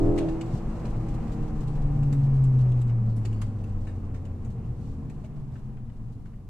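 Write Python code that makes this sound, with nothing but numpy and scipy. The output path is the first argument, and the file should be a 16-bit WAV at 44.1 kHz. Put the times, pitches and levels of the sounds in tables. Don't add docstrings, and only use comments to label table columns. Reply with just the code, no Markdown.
import sys
import numpy as np
from scipy import signal
from scipy.fft import rfft, irfft
from scipy.io import wavfile
from scipy.ndimage import uniform_filter1d

SR = 44100
rng = np.random.default_rng(int(sys.argv[2]) if len(sys.argv) > 2 else 0)


def generate_wav(signal):
    frames = np.transpose(np.atleast_2d(signal))
    scaled = np.clip(frames, -1, 1) * 32767
    pcm = np.round(scaled).astype(np.int16)
    wavfile.write(sys.argv[1], SR, pcm)


N = 286209
TIME = np.arange(N) / SR
BINS = np.fft.rfftfreq(N, 1 / SR)


def amp(db):
    return 10 ** (np.asarray(db) / 20)


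def unit(x):
    return x / np.sqrt(np.mean(x ** 2) + 1e-20)


def curve(rows, column=1):
    rows = np.array(rows)
    return np.interp(TIME, rows[:, 0], rows[:, column])


def read(points, hz):
    freqs, values = np.transpose(points)
    return np.interp(np.log(hz + 1), np.log(freqs + 1), values)


def wander(rate_hz):
    return unit(irfft(rfft(rng.standard_normal(N)) * np.exp(-(BINS / rate_hz) ** 2), N))


def swell(peak_s, length_s):
    return np.exp(-(2 * (TIME - peak_s) / length_s) ** 2)


def resonances(modes):
    return np.sqrt(sum((amp(db) / (1 + 2 * ((BINS - hz) / width) ** 2)) ** 2 for hz, width, db in modes))


def partial(turns, spread):
    return np.sqrt(2) * np.sin(2 * np.pi * turns + spread * rng.standard_normal() * np.array([[1], [-1]]))


# freq_hz, correlation
EAR_LIKENESS = [(20, 0.99), (140, 1), (230, 0.97), (350, 0.89), (600, 0.73), (1100, 0.5), (2400, 0.42),
                (4000, 0.034), (8000, 0), (12000, .3)]

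def cabin_noise(gain):
    mid, side = rfft(rng.standard_normal((2, N)))
    likeness = read(EAR_LIKENESS, BINS)
    centre = irfft(mid * gain, N)
    spread = irfft(side * gain * np.sqrt((1 - likeness) / (1 + likeness + 1e-6)), N)
    return np.array([centre + spread, centre - spread]) / centre.std()


# time_s, firing_hz
REVS = [(0.0, 163.9), (0.14, 170.9), (0.28, 161.1), (0.52, 166.0), (0.92, 163.5), (1.6, 150.3),
        (2.25, 137.2), (2.9, 119.0), (3.3, 107.8), (3.85, 94.7), (4.8, 79.1), (5.45, 70.8), (6.0, 58.0),
        (6.49, 48.7)]
# time_s, level_db
THROTTLE = [(0, -1.5), (.06, 1.5), (.12, 0), (.23, -3.5), (.29, -10.5), (.38, -19), (.55, -33), (.8, -64.5)]
# multiple_of_four_stroke_cycle, level_db
GROWL_PARTIALS = [(2, -39.5), (3, -43.5), (5, -48.5), (6, -43.5), (7, -30), (9, -36.5), (10, -34.5),
                  (11, -46.5), (12, -45.5), (13, -47.5), (14, -42.5), (15, -59.5), (16, -44), (17, -52),
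                  (18, -68.5), (19, -52), (20, -64.5), (22, -56.5), (25, -62), (26, -58.5), (30, -62),
                  (36, -73.5)]

def intake(firings, rough=.2, rough_hz=16, smear=.2):
    out = np.zeros((2, N))
    for k, db in GROWL_PARTIALS:
        lag = smear * (k - 8) ** 2
        out += amp(db) * (1 + rough * wander(rough_hz)) * partial(firings * k / 4 - lag, spread=.4)
    return amp(curve(THROTTLE)) * out


# freq_hz, level_db
CABIN_BOOM = [(50, -36), (72, -39.5), (87, -35), (104, -30), (112, -23.5), (131, -17.5), (144, -27),
              (151, -36.5), (168, -46.5), (205, -42), (240, -50), (268, -39), (276, -29), (284, -36.5),
              (335, -42)]
# time_s, level_db
ENGINE_DRAG = [(0, 7), (1, 0.5), (2, 0.5), (3, -1), (4.4, -1.5), (5, -2.5), (5.6, -17), (6.49, -12)]

def exhaust(firings, boost_db=13.5, boost_ends_s=.26, bleed_s=.31, waver_hz=5, rough=.033):
    firing_hz = curve(REVS)
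    boost = np.clip(1 - (TIME - boost_ends_s) / bleed_s, 0, 1)
    drone = amp(read(CABIN_BOOM, firing_hz) + wander(waver_hz)) * partial(firings, spread=.02)
    waver_db = 3.5 * (1 - boost) * wander(waver_hz)
    octave_db = read(CABIN_BOOM, 2 * firing_hz) - 6 + boost_db * boost + waver_db
    octave = amp(octave_db) * partial(2 * firings, spread=.21)
    return (drone + octave) * amp(curve(ENGINE_DRAG)) * (1 + rough * wander(rate_hz=14))


def slowing():
    firing_hz = curve(REVS)
    return np.log2(firing_hz.max() / firing_hz)


# crank_order, level_db
CRANK_ORDERS = [(5, -9), (6, -0.5), (7, -2), (8, -3.5), (9, -2), (10, 0), (11, -0.5), (12, -3.5)]
# freq_hz, width_hz, level_db
STANDING_WAVES = [(270.2, 13, -39.5), (324, 11, -48.5), (370.6, 31, -51.5), (459.6, 46, -51),
                  (513, 37, -58.5), (568.6, 17, -52), (653, 12, -65), (772, 70, -57), (1150, 360, -68),
                  (1830, 610, -79)]

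def overrun(firings, upper_db=-7, fading_db=2, fall_db_per_octave=5):
    crank_hz = curve(REVS) / 2
    cabin = resonances(STANDING_WAVES)
    turns = firings / 2 + .009 * wander(rate_hz=18)
    out = np.zeros((2, N))
    for order, db in CRANK_ORDERS + [(k, upper_db) for k in range(13, 28)]:
        gain = amp(db + fading_db * wander(rate_hz=2.9)) * np.interp(crank_hz * order, BINS, cabin)
        out += gain * partial(turns * order + rng.random(), spread=.35)
    return out * amp(curve(ENGINE_DRAG) - fall_db_per_octave * slowing())


# time_s, level_db
ROUGHNESS = [(0, -5), (.35, -4), (1.2, 1), (2.1, 0), (3.6, -.5), (4.8, 0), (5.6, -3), (6.1, 1), (6.49, -3)]
# freq_hz, width_hz, level_db
BODY_SHAKE = [(21.6, 7.6, 2), (46.6, 13, -5.5)]
# freq_hz, width_hz, level_db
TYRE_DRUM = [(84.5, 22, -6), (118.8, 17.1, 3), (167, 80, -10), (217.7, 21.2, -4.5), (255, 80, -18.5)]
# freq_hz, level_db
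TREAD_EQ = [(150, -39.5), (260, -4.5), (299, -3.5), (355, -6), (460, -8), (529, -14), (754, -12.5),
            (896, -17), (1050, -16), (1490, -26.5), (2800, -35), (3400, -47.5), (4420, -83.5), (7480, -120)]

def road(shake_db=-29, drum_db=-32.5, roar_db=-43.5):
    octaves_down, tarmac_db = slowing(), curve(ROUGHNESS)
    shake = amp(shake_db - 7.5 * octaves_down + tarmac_db) * cabin_noise(resonances(BODY_SHAKE))
    drum = amp(drum_db - 4.5 * octaves_down + .7 * tarmac_db) * cabin_noise(resonances(TYRE_DRUM))
    roar = amp(roar_db - 9.5 * octaves_down + wander(rate_hz=16)) * cabin_noise(amp(read(TREAD_EQ, BINS)))
    return shake + drum + roar


# time_s, level_db
RUSTLE_RIDE = [(0, -66), (.8, -69.5), (2.75, -71), (2.97, -76.5), (3.3, -75.5), (3.7, -76), (4.8, -76.5),
               (6.49, -81)]
# freq_hz, level_db
RUSTLE_EQ = [(1650, -24.5), (2800, -3), (3400, -4), (4220, -3.5), (5240, -6), (7900, -6), (8860, -8.5),
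             (9600, -19), (11800, -17), (14000, -20)]
# freq_hz, level_db
HISS_EQ = [(1000, 5.5), (8500, -7.5), (10000, 3.5), (14000, -3)]

def rustle(creaks_per_s=22, creak_db=1, creak_s=.0056, flutter_hz=14, hiss_db=-82):
    slips = (rng.random(N) < creaks_per_s / SR) * np.minimum(rng.exponential(1, N), 3)
    age = np.arange(4096) / SR / creak_s
    creaks = signal.oaconvolve(slips, age * np.exp(1 - age))[:N]
    crackle = np.sqrt(1 + amp(creak_db) ** 2 * abs(creaks))
    air = amp(curve(RUSTLE_RIDE) + wander(flutter_hz)) * cabin_noise(amp(read(RUSTLE_EQ, BINS)))
    hiss = amp(hiss_db) * cabin_noise(amp(read(HISS_EQ, BINS)))
    return crackle * air + hiss


# peak_s, length_s, level_db, pitch_hz, width_hz
PUFF_CUES = [(0.057, 0.11, -27.5, 110, 50), (0.247, 0.075, -38, 630, 90), (0.296, 0.065, -32, 160, 14),
             (0.543, 0.027, -20.5, 122, 34), (1.235, 0.1, -35, 219.4, 12), (3.04, 0.34, -35.5, 204.7, 25),
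             (3.491, 0.18, -42, 234.4, 28), (4.583, 0.59, -36, 116.6, 13), (5.25, 0.016, -49, 591, 220)]

def puffs():
    return sum(amp(db) * swell(peak_s, length_s) * cabin_noise(resonances([(hz, width, 0)]))
               for peak_s, length_s, db, hz, width in PUFF_CUES)


# peak_s, length_s, level_db
JOLT_CUES = [(0.069, 0.2, -18), (2.076, 0.13, -28), (2.773, .14, -27), (3.865, 0.12, -26.5)]

def jolts(rock_hz=21):
    return sum(amp(db) * swell(peak_s, length_s) * np.cos(2 * np.pi * rock_hz * (TIME - peak_s))
               for peak_s, length_s, db in JOLT_CUES)


# freq_hz, level_db
TICK_EQ = [(300, -15.5), (700, -2.5), (1300, 0.5), (2000, 2), (2800, 3), (3300, -2.5), (3900, 0),
           (5200, -3), (7800, 1), (9500, -8), (12000, -12.5), (14300, -28.5)]
# start_s, level_db, tilt_db_per_octave, t60_s, panel_hz
TICK_CUES = [(.175, -38.5, -1, 0.076, 2660), (.183, -34, -2.5, 0.049, 3900),
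             (.196, -47.5, -7.5, 0.29, 2660), (.283, -33.5, -9, 0.042, 1760), (.408, -37, -3, 0.054, 2880),
             (.85, -47.5, -2, .13, 1800), (1.082, -53.5, -2.5, .15, 2320), (1.316, -55.5, 1.5, .13, 3722),
             (1.672, -53.5, 2, 0.092, 3700), (2.028, -49, -0.5, .055, 3000),
             (2.124, -42.5, -0.5, 0.06, 11530), (2.436, -54, 2.5, .1, 7900), (2.585, -55.5, 0, 0.084, 3010),
             (2.715, -52, 1, .057, 3340), (2.813, -48, 1, 0.051, 2900), (2.893, -46.5, -5, 0.047, 3100),
             (3.161, -57, 5, 0.13, 11200), (3.247, -41, -6, 0.047, 2900), (3.251, -39, -1, 0.047, 4300),
             (3.327, -43.5, -0.5, 0.025, 2900), (3.413, -38.5, -2.5, 0.074, 1180),
             (3.636, -51, -.5, .054, 2738), (3.866, -51.5, -5, 0.25, 1600), (4.141, -53, -4.5, .16, 1880),
             (4.25, -51.5, 0, .06, 2900), (4.444, -57, 1, .09, 6740), (5.095, -51.5, -1, 0.069, 1890),
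             (5.241, -49, -5.5, 0.056, 2200), (5.552, -46.5, -12.5, 0.077, 1510),
             (5.767, -50, -9, 0.049, 2800), (5.895, -52, -8.5, 0.041, 2890),
             (6.255, -48.5, -12, .063, 1487), (6.331, -56.5, -8.5, 0.061, 1700)]

def trim(rise_s=.0038, tail_db=-23, tail_t60_s=.72, ripple_db=3.7, panel_db=6):
    out, size = np.zeros((2, N + SR)), 8192
    t, hz = np.arange(size) / SR, np.fft.rfftfreq(size, 1 / SR)
    likeness = read(EAR_LIKENESS, hz)
    attack = 1 - np.exp(-(t / rise_s) ** 2)
    for start_s, db, tilt, t60_s, panel_hz in TICK_CUES:
        ripple = ripple_db * unit(uniform_filter1d(rng.standard_normal(len(hz)), 60))
        width_hz = 260 * np.sqrt(panel_hz / 3000)
        panel = panel_db / (1 + ((hz - panel_hz) / width_hz) ** 2)
        colour = amp(read(TICK_EQ, hz) + tilt * np.log2((hz + 300) / 3500) + ripple + panel)
        shared, *per_ear = rfft(rng.standard_normal((3, size)))
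        noise = np.sqrt(likeness) * shared + np.sqrt(1 - likeness) * np.array(per_ear)
        burst = unit(irfft(colour * noise))
        decay = amp(-60 * t / t60_s) + amp(tail_db - 60 * t / tail_t60_s)
        start = round(start_s * SR)
        out[:, start:start + size] += amp(db) * burst * attack * decay
    return out[:, :N]


# peak_s, length_s, level_db, centre_hz, width_octaves
RUB_CUES = [(.55, 0.097, -62.5, 4500, 1.3), (3.12, 0.11, -76, 4340, 0.21), (3.46, 0.1, -83, 3985, .9),
            (4.655, 0.05, -75, 2300, 0.29), (4.862, .16, -71.5, 4500, 1.92)]

def wheel_rubs():
    out = np.zeros((2, N))
    for peak_s, length_s, db, hz, octaves in RUB_CUES:
        band = np.exp(-(np.log2((BINS + 1) / hz) / octaves) ** 2 / 2)
        out += amp(db) * swell(peak_s, length_s) * cabin_noise(band * amp(read(RUSTLE_EQ, BINS)))
    return out


# time_s, pitch_hz, level_db
SQUEAK_ARC = [(3.27, 4098, -95), (3.33, 4340, -75), (3.42, 4750, -76), (3.49, 4450, -79), (3.54, 4200, -95)]

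def wheel_squeak(width_hz=220):
    turns = np.cumsum(curve(SQUEAK_ARC)) / SR
    gate = (TIME > SQUEAK_ARC[0][0]) & (TIME < SQUEAK_ARC[-1][0])
    return gate * amp(curve(SQUEAK_ARC, column=2)) * wander(width_hz) * partial(turns, spread=.89)


def scene():
    firings = np.cumsum(curve(REVS)) / SR
    engine = intake(firings) + exhaust(firings) + overrun(firings)
    bumps = puffs() + jolts()
    return engine + bumps + road() + rustle() + trim() + wheel_rubs() + wheel_squeak()


# freq_hz, left_minus_right_db
STEREO_EQ = [(150, 0.8), (240, 1.3), (330, -1), (480, 0.5), (1000, 0), (2000, -1.1), (4000, 2), (8000, 1),
             (12000, -0.5)]

def record(dry, cutoff_hz=14300):
    balance_db = read(STEREO_EQ, np.fft.rfftfreq(2 * N, 1 / SR))
    coloured = irfft(rfft(dry, 2 * N) * amp([balance_db / 2, -balance_db / 2]))[:, :N]
    lowpass = signal.firwin(511, cutoff_hz, window=("kaiser", 9), fs=SR)
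    return signal.oaconvolve(coloured, lowpass[None], "same")


dry = scene()
out = record(dry)
generate_wav(out)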